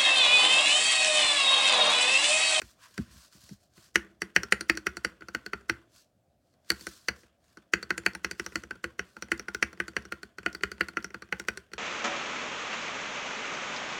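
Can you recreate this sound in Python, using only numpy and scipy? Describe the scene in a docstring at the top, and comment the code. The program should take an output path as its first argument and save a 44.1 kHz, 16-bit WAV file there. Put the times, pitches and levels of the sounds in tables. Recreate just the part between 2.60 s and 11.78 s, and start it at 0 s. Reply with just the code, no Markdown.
"""Over a faint room hum, fingertips brush keycaps and a palm softly bumps the desk mat.
Then a finger taps the long space key of a mechanical keyboard, close to a microphone in a quiet room.
Strokes clack at the bottom and click more softly on the return: modes of cap, wire, stem, case and desk ring.
Hum and brushing are filtered noise; bumps are falling tones; near echoes and a short tail follow each contact."""
import sys
import numpy as np
from scipy import signal
from scipy.fft import rfft, irfft
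from scipy.io import wavfile
from scipy.ndimage import uniform_filter1d

SR = 44100
rng = np.random.default_rng(int(sys.argv[2]) if len(sys.argv) > 2 else 0)


def elevation(decibels):
    """Turn decibel levels (scalar or array-like) into linear amplitude ratios."""
    levels = np.asarray(decibels, float)
    return 10 ** (levels / 20)


def generate_wav(sig):
    """Save sig (samples, or channels by samples) to the path in sys.argv[1] as 16-bit PCM at SR."""
    pcm = np.round(np.clip(np.atleast_2d(sig).T, -1, 1) * 32767).astype(np.int16)
    wavfile.write(sys.argv[1], SR, pcm)


N = 404838  # length in samples


def unit(x):
    """Normalisation: scales a signal to rms 1."""
    return x / np.sqrt(np.mean(x ** 2) + 1e-20)


def along(points, hz):
    """Logarithmic frequency scale: interpolates (f/Hz, value) points at the given frequencies."""
    f, value = np.transpose(points)
    return np.interp(np.log(hz + 1), np.log(f + 1), value)


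def noise(spectrum, patchy_db):
    """Spectral shaping: white noise takes a colour, with random gain patches in time and frequency; rms 1."""
    hz, _, z = signal.stft(rng.standard_normal(N + SR), SR, nperseg=512)
    field = uniform_filter1d(rng.standard_normal(z.shape), 6, 0)
    field = uniform_filter1d(field, 6, 1)
    z = z * elevation(along(spectrum, hz)[:, None] + patchy_db * unit(field))
    return unit(signal.istft(z, SR, nperseg=512)[1][:N])


# spectrum of the room hum: f/Hz, relative level/dB per Hz
HUM_SPECTRUM = [(24, -42), (40, -11), (77, 3), (155, -7.5), (290, -4.5), (422, -15), (630, -3), (680, -4),
                (918, -24.5), (1440, -23.5), (1950, -29), (4460, -29.5), (16000, -37.5)]
HUM_DB = -71  # rms


def room_hum():
    """Stationary broadband noise: the faint steady hum of the room."""
    return elevation(HUM_DB) * noise(HUM_SPECTRUM, patchy_db=1.5)


# skin catches on the cap's texture: mean rate, mean size over the steady gain, decay time constant
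GRIT_PER_S, GRIT_DB, GRIT_S = 250, -8, 0.002


def grit():
    """Stick-slip friction: a gain that jumps briefly wherever the skin catches."""
    chance, size = rng.random(N), rng.exponential(size=N)
    catches = (chance < GRIT_PER_S / SR) * size
    jumps = signal.lfilter([1], [1, -np.exp(-1 / (GRIT_S * SR))], catches)
    return unit(1 + elevation(GRIT_DB) * jumps)


# fingertips slide over the caps: start t/s, length t/s, hiss level/dB, scrape level over hiss/dB
SLIDES = [(.0, .11, -61.5, -8.5), (0.232, 0.017, -57.5, 3), (.3, 0.14, -65.5, -4), (0.374, 0.039, -63, 2),
          (0.466, 0.056, -68.5, 2.5), (0.523, .13, -58.5, -6.5), (0.742, 0.014, -58.5, -7),
          (.81, 0.12, -60, -9), (1.02, 0.024, -71, -10), (1.17, 0.098, -62, -5.5),
          (3.354, 0.051, -61.5, -9.5), (3.856, .08, -81.5, -5), (4.09, 0.059, -63.5, -3),
          (4.196, 0.09, -55, -9), (4.291, 0.09, -58, -8.5), (4.421, .05, -65.5, -7),
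          (4.567, 0.061, -66, -19), (4.844, .1, -73.5, -2), (5.785, 0.22, -64.5, -3.5),
          (6.454, 0.13, -71, -19)]
# airy hiss of sliding skin: f/Hz, relative level/dB per Hz
HISS_SPECTRUM = [(1530, -37), (2600, -8.5), (3790, -3.5), (4290, 1), (7830, -4), (11400, -11.5),
                 (15200, -13), (16000, -14.5), (16400, -29.5)]
# scrape that stirs the cap's resonances: f/Hz, relative level/dB per Hz
SCRAPE_SPECTRUM = [(530, -72.5), (900, -22.5), (969, -6.5), (1250, -9), (1610, -5.5), (2080, -14),
                   (2300, -13.5), (3500, -14), (4550, -44), (7700, -120)]
SWELL_DB_PER_S, FADE_DB_PER_S = 308, 299.5  # how fast a slide starts and stops
# skin shifting on the cap after each contact: levels at a full-scale blow, dB per dB of blow, decay
RUB_HISS_DB, RUB_SCRAPE_DB, RUB_GROWS, RUB_T60_S = -60, -51.5, 0.4, 0.54


def brushing():
    """Friction noise: sliding fingertips give an airy hiss, and a scrape that stirs the cap's resonances."""
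    t = np.arange(N) / SR
    hiss_power, scrape_power, blows = np.zeros((3, N))
    for start, length, db, scrape_db in SLIDES:
        before, after = np.maximum(start - t, 0), np.maximum(t - start - length, 0)
        power = elevation(db - SWELL_DB_PER_S * before - FADE_DB_PER_S * after) ** 2
        hiss_power = hiss_power + power
        scrape_power = scrape_power + power * elevation(scrape_db) ** 2
    s, *_, blow_db = contacts()
    blows[np.round(s * SR).astype(int)] = elevation(RUB_GROWS * blow_db) ** 2
    decay = elevation(-60 * t[:SR] / RUB_T60_S) ** 2
    rub = np.abs(signal.fftconvolve(blows, decay)[:N])
    hiss = noise(HISS_SPECTRUM, patchy_db=1.2)
    scrape = noise(SCRAPE_SPECTRUM, patchy_db=1.8)
    hiss, scrape = grit() * np.array([hiss, scrape])
    hiss_gain = np.sqrt(hiss_power + rub * elevation(RUB_HISS_DB) ** 2)
    scrape_gain = np.sqrt(scrape_power + rub * elevation(RUB_SCRAPE_DB) ** 2)
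    return hiss_gain * hiss + scrape_gain * scrape


LEAD = SR // 40  # samples of key travel before a blow


def ringing(modes, peak_db, scatter_db, chatter_db, chatter_s, slide_db, detune, hold_s=0):
    """Modal synthesis: each contact (one row) slides, strikes and chatters, exciting damped sine modes."""
    hz, db, t60, rise = np.transpose(modes)[:, :, None]
    t = np.arange(SR // 5) / SR
    # damping sets in once the finger settles, after hold_s
    fade = elevation(db - 60 * np.maximum(t - hold_s, 0) / t60) * (1 - np.exp(-t / rise))
    draws = rng.standard_normal((len(peak_db), 2, len(modes), 1))
    level, pitch = draws.transpose(1, 0, 2, 3)
    tones = np.sin(2 * np.pi * hz * (1 + detune * pitch) * t)
    rows = (elevation(scatter_db * level) * fade * tones).sum(axis=1)
    quick = (np.arange(3 * LEAD) - LEAD) / SR  # time from the blow
    knocks = rng.standard_normal((len(peak_db), len(quick))) ** 3  # spiky: parts touch again unevenly
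    chatter, slide = chatter_db - 60 * quick / chatter_s, slide_db + 60 * quick / 0.02
    force = elevation(np.where(quick > 0, chatter, slide)) * knocks
    force[:, LEAD] = 1  # the blow itself
    rows = signal.fftconvolve(rows, force, axes=1)
    return rows * elevation(peak_db)[:, None] / np.abs(rows).max(axis=1, keepdims=True)


# a palm bumps the mat: t/s, peak level/dB, first f/Hz, last f/Hz, swell t/s
THUDS = [(0.019, -53, 196, 60, 0.025), (0.381, -26, 343, 71.6, 0.012), (0.747, -51.5, 304, 67.6, 0.0085),
         (.47, -51.5, 120, 59.4, 0.036), (.54, -52, 145, 59.4, 0.027), (0.827, -54, 150, 60, 0.011),
         (0.908, -41, 259, 70, 0.0113), (1.172, -56, 250, 70, 0.013)]
# modes of the desk: f/Hz, relative level/dB, 60 dB decay t/s, rise t/s
DESK_MODES = [(67, -12.5, 0.17, 0.0066), (72, -15, 0.19, 0.0061), (121.8, -4, 0.13, 0.033),
              (196.3, 0.5, 0.1, 0.0087), (227, 0.5, 0.11, 0.024)]
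THUD_DESK_DB, THUD_ROUGH = -2.5, 0.82  # desk ring over the bump; rms phase wobble in radians


def thuds():
    """Dispersion of bending waves in the desk top: high pitches lead, so bumps fall in pitch; the desk rings on."""
    out, t = np.zeros(N + SR), np.arange(SR // 5) / SR
    rings = ringing(DESK_MODES, np.array(THUDS)[:, 1] + THUD_DESK_DB, scatter_db=0.0,
                    chatter_db=-39.5, chatter_s=0.038, slide_db=-75, detune=0.044)
    for (s, db, first_hz, last_hz, swell), ring in zip(THUDS, rings):
        pitch = last_hz + (first_hz - last_hz) * np.exp(-t / 0.0168)
        shape = (t / swell * np.exp(1 - t / swell)) ** 2
        wobble = uniform_filter1d(rng.standard_normal(len(t)), size=150)
        wobble = unit(uniform_filter1d(wobble, size=150))
        phase = 2 * np.pi * np.cumsum(pitch) / SR + THUD_ROUGH * wobble
        start = round(s * SR)
        out[start:][:len(t)] += elevation(db) * shape * np.sin(phase)
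        out[start:][:len(ring) - LEAD] += ring[LEAD:]
    return out[:N]


# the key hits bottom, and the first two rows are two soft knocks on the keyboard: t/s, cap level/dB, bar level
# over cap/dB, stem level over cap/dB
PRESSES = [(0.0174, -31, -6.5, -4), (0.3785, -27.5, -4.5, -4), (1.3568, -5.5, -9.5, -12),
           (1.6187, -16.5, -10.5, -7), (1.7625, -3, -15, -14), (1.923, -5, -10.5, -11),
           (2.0971, -5.5, -12.5, -13), (2.2676, -14.5, -5, -11.5), (2.4476, -15, -5, -7.5),
           (2.6204, -40, 3, -19), (2.7481, -18.5, -2, -8.5), (2.9332, -20, -3.5, -16),
           (3.0964, -13, -4.5, -10), (4.1027, -14, -8.5, 2.5), (4.1174, -30, 2.5, 1), (4.4848, -15, -7, -4),
           (4.9716, -47.5, 7.5, 0.5), (5.1358, -7, -8, -12.5), (5.3053, -13.5, -5.5, -11),
           (5.4625, -10, -8, -8.5), (5.6457, -16, -5.5, -8.5), (5.7967, -20.5, -7, -9),
           (5.9564, -17, -6, -7), (6.1085, -29.5, 2.5, -9.5), (6.2412, -21, -1.5, -9.5),
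           (6.3932, -18, -5, -14), (6.5666, -41, 6.5, -7), (6.7176, -11.5, -9.5, -12),
           (6.8838, -27.5, 1.5, -8.5), (7.0264, -9, -8.5, -11.5), (7.201, -15.5, -6, -16),
           (7.3657, -15, -7, -11.5), (7.5223, -23.5, -1, -8.5), (7.8615, -13, -6.5, -15),
           (8.0347, -12, -8, -13), (8.2087, -11, -8.5, -16), (8.37, -17, -3.5, -16), (8.544, -31, 2, -8.5),
           (8.7251, -16, -6, -15.5), (8.8847, -15.5, -4, -10)]
# the key springs back against its top stop: t/s, cap level/dB, bar level over cap/dB, stem level over cap/dB
RETURNS = [(1.8332, -27, -0.5, 1.5), (2.0088, -27.5, 1, 2), (2.173, -28, 0.5, 1), (2.369, -29, -1, -1),
           (2.6848, -36.5, 3.5, -2), (2.8624, -32, 0.5, -1), (3.0101, -56, 4, 0), (4.2682, -26, -3.5, -4.5),
           (5.228, -33, 1, 2.5), (5.3787, -24, -3.5, -3), (5.5503, -29, -3, -1), (5.7119, -26.5, -3.5, 0.5),
           (5.8631, -29.5, -0.5, 2), (6.0362, -35.5, -0.5, -4), (6.6233, -27.5, -3.5, -1.5),
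           (6.7955, -29.5, -4, -0.5), (6.9471, -26, 2, -1), (7.1297, -42.5, 2, -1), (7.2809, -33, 1.5, 0),
           (7.4525, -42, 2.5, -1), (7.6311, -35, 1, -1.5), (7.7842, -33, 1, -4), (7.9488, -32, 2, 0.5),
           (8.1165, -31, 0.5, -1.5), (8.2846, -32.5, 0.5, -1.5), (8.4442, -28.5, -0.5, -2),
           (8.6218, -37, 1.5, -2.5), (8.7974, -28, -4.5, 0), (8.9735, -33, -0.5, -1),
           (9.1346, -30.5, -1.5, -3)]
# the fingertip lands on the cap: t/s, cap level/dB
TOUCHES = [(1.1782, -51), (2.346, -56.5), (4.633, -50), (5.4352, -46), (5.9219, -41.5), (6.6848, -46),
           (7.1744, -47), (7.334, -51), (7.831, -43), (8.009, -41), (8.1807, -45), (8.335, -49),
           (8.5048, -42), (8.6885, -51), (8.85, -49), (9.1167, -47)]
# the stem ticks in its guide as the key starts to rise: t/s, stem level/dB
LIFTS = [(.309, -61), (.7714, -58), (.8915, -44), (2.1525, -41.5), (3.9389, -63), (4.21, -39),
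         (5.5339, -44.5), (5.844, -48), (6.777, -41.5), (7.4224, -51.5), (7.9288, -41.5), (8.4256, -45),
         (8.95, -59)]
# one end of the long key lands first and rattles its wire: t/s, bar level/dB
RATTLES = [(2.2625, -35), (2.4448, -44), (2.608, -43.5), (6.1548, -46)]
TOUCH_BAR_DB, TOUCH_STEM_DB = -8, -9  # over the cap
LIFT_CAP_DB, LIFT_BAR_DB = -6, -15  # over the stem
RATTLE_CAP_DB, RATTLE_STEM_DB = -9, -8  # over the bar


def contacts():
    """Impact excitation: time and cap, bar and stem levels of every contact, and the blow reaching the case."""
    rows = [(s, db, db + bar, db + stem) for s, db, bar, stem in PRESSES + RETURNS]
    rows += [(s, db, db + TOUCH_BAR_DB, db + TOUCH_STEM_DB) for s, db in TOUCHES]
    rows += [(s, db + LIFT_CAP_DB, db + LIFT_BAR_DB, db) for s, db in LIFTS]
    rows += [(s, db + RATTLE_CAP_DB, db, db + RATTLE_STEM_DB) for s, db in RATTLES]
    s, cap_db, bar_db, stem_db = np.transpose(rows)
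    blow_db = 20 * np.log10(np.hypot(elevation(cap_db), elevation(bar_db)))
    return s, cap_db, bar_db, stem_db, blow_db


# spectrum of plastic on plastic: f/Hz, relative level/dB per Hz
SNAP_SPECTRUM = [(700, -49.5), (1500, -6), (3000, -4.5), (3600, -5), (6000, 3), (10000, -8.5), (13500, -12),
                 (16000, -15)]
SNAP_T60_S = 0.0091
TRAVEL_DB, TRAVEL_S = -32.5, 0.013  # the stem scuffs its guide just before a snap: level over it, duration


def snaps(peak_db, size):
    """Impulsive contact noise: one short dry burst per contact, with no ring, after the scuff of key travel."""
    t = (np.arange(size) - LEAD) / SR
    colour = elevation(along(SNAP_SPECTRUM, np.fft.rfftfreq(size, 1 / SR)))
    burst = elevation(-60 * np.abs(t) / SNAP_T60_S)
    scuff = elevation(TRAVEL_DB) * np.exp(-(t / TRAVEL_S) ** 4)
    white = rng.standard_normal((len(peak_db), size))
    rows = irfft(rfft(white) * colour, size) * np.where(t >= 0, burst, scuff)
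    return rows * elevation(peak_db)[:, None] / np.abs(rows).max(axis=1, keepdims=True)


# reverberation of the room: f/Hz, 60 dB decay t/s
ROOM_DECAY = [(100, 0.7), (500, 0.42), (2000, 0.21), (6000, 0.15), (14000, 0.21)]
# echoes off nearby surfaces: delay t/s, level over the direct sound/dB
WALLS = [(.0025, -21.5), (.0055, -21.5), (.011, -23.5), (0.02, -27)]


def room_answer(rows, tail_db):
    """Reverberation by convolution: near echoes and a tail, new for each contact, decaying by frequency."""
    hz, t, z = signal.stft(rng.standard_normal((len(rows), SR // 4)), SR, nperseg=256)
    tail = signal.istft(z * elevation(-60 * t / along(ROOM_DECAY, hz)[:, None]), SR, nperseg=256)[1]
    tail = tail * (1 - np.exp(-np.arange(tail.shape[1]) / SR / 0.0089))  # the tail builds up
    tail = elevation(tail_db) * tail / np.linalg.norm(tail, axis=1, keepdims=True)
    tail[:, 0] = 1  # direct sound
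    for delay, db in WALLS:
        tail[:, round(delay * SR)] += elevation(db)
    return signal.fftconvolve(rows, tail, axes=1)


# modes of each part; columns of all four: f/Hz, relative level/dB, 60 dB decay t/s, rise t/s
# the keycap
CAP_MODES = [(1695, -17.5, 0.029, .002), (1847, -9.5, 0.005, 0.0005), (1980, -1, 0.0034, 0.0013),
             (2253, -10, 0.014, 0.002), (2487, -11.5, 0.01, 0.0008), (2898, -16, 0.008, 0.001)]
# the wire bar under the long key
BAR_MODES = [(1195, -20.5, 0.025, 0.003), (1409, -16, 0.06, 0.003), (1479, 4, 0.015, 0.002),
             (1426, -11, 0.0088, .004), (1505, -14.5, 0.032, 0.005)]
# the stem in its guide
STEM_MODES = [(4425, -10, 0.009, 0.00065), (4560, -6, 0.01, 0.0006), (5690, -6, 0.0068, 0.0002),
              (7380, -12, 0.0035, 0.0002), (9310, -9.5, 0.0028, 0.00023)]
# the keyboard case
CASE_MODES = [(298, -6.5, 0.02, 0.0055), (338.1, 0, 0.062, 0.011), (376, -4, 0.04, .005),
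              (405.4, -2.5, 0.039, 0.004), (475.4, -3, 0.033, 0.0053), (700, -17.5, 0.05, 0.0027),
              (878, -15.5, 0.041, .002)]
CASE_DB, CASE_GROWS = -18.5, 0.69  # level at a full-scale blow, dB per dB of blow
DESK_DB, DESK_GROWS = -30, 0.56
KEY_DETUNE, BOARD_DETUNE = 0.006, 0.015  # share by which modes shift from blow to blow


def taps():
    """Modal response to impact: bright parts ring at once; case and desk swell a few milliseconds later."""
    s, cap_db, bar_db, stem_db, blow_db = contacts()
    case_db = CASE_DB + CASE_GROWS * blow_db
    desk_db = DESK_DB + DESK_GROWS * blow_db
    cap = ringing(CAP_MODES, cap_db, detune=KEY_DETUNE, scatter_db=2.0,
                  chatter_db=-45.0, chatter_s=0.035, slide_db=-57, hold_s=0.002)
    bar = ringing(BAR_MODES, bar_db, detune=KEY_DETUNE, scatter_db=4.5,
                  chatter_db=-34.0, chatter_s=0.03, slide_db=-46.5)
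    stem = ringing(STEM_MODES, stem_db, detune=KEY_DETUNE, scatter_db=5.5,
                   chatter_db=-29.0, chatter_s=0.028, slide_db=-48.5)
    case = ringing(CASE_MODES, case_db, detune=BOARD_DETUNE, scatter_db=4.0,
                   chatter_db=-41.5, chatter_s=0.032, slide_db=-49.0)
    desk = ringing(DESK_MODES, desk_db, detune=0.043, scatter_db=3.0,
                   chatter_db=-47.5, chatter_s=0.042, slide_db=-48)
    rows = cap + bar + stem + case + desk
    rows = rows + snaps(stem_db, size=rows.shape[1])  # snaps peak level with the stem
    out = np.zeros(N + SR)
    starts = np.round(s * SR).astype(int)
    for start, row in zip(starts, room_answer(rows, tail_db=-20.0)):
        out[start:start + len(row)] += row
    return out[LEAD:N + LEAD]  # blows, not key travel, fall on the listed times


def scene():
    """Superposition: hum, brushing, thuds and taps add linearly into one channel."""
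    return (room_hum() + brushing() + thuds() + taps())[None]


def top_cut(x):
    """Nothing passes above the cut-off."""
    return signal.sosfilt(signal.butter(12, 16820, fs=SR, output="sos"), x)


def record(dry):
    """High-pass filtering: the microphone cuts the deepest bass, below 50 Hz."""
    cut = signal.butter(N=6, Wn=50, btype="high", fs=SR, output="sos")
    mix = signal.sosfilt(cut, dry)
    return top_cut(mix)


dry = scene()
out = record(dry)
generate_wav(out)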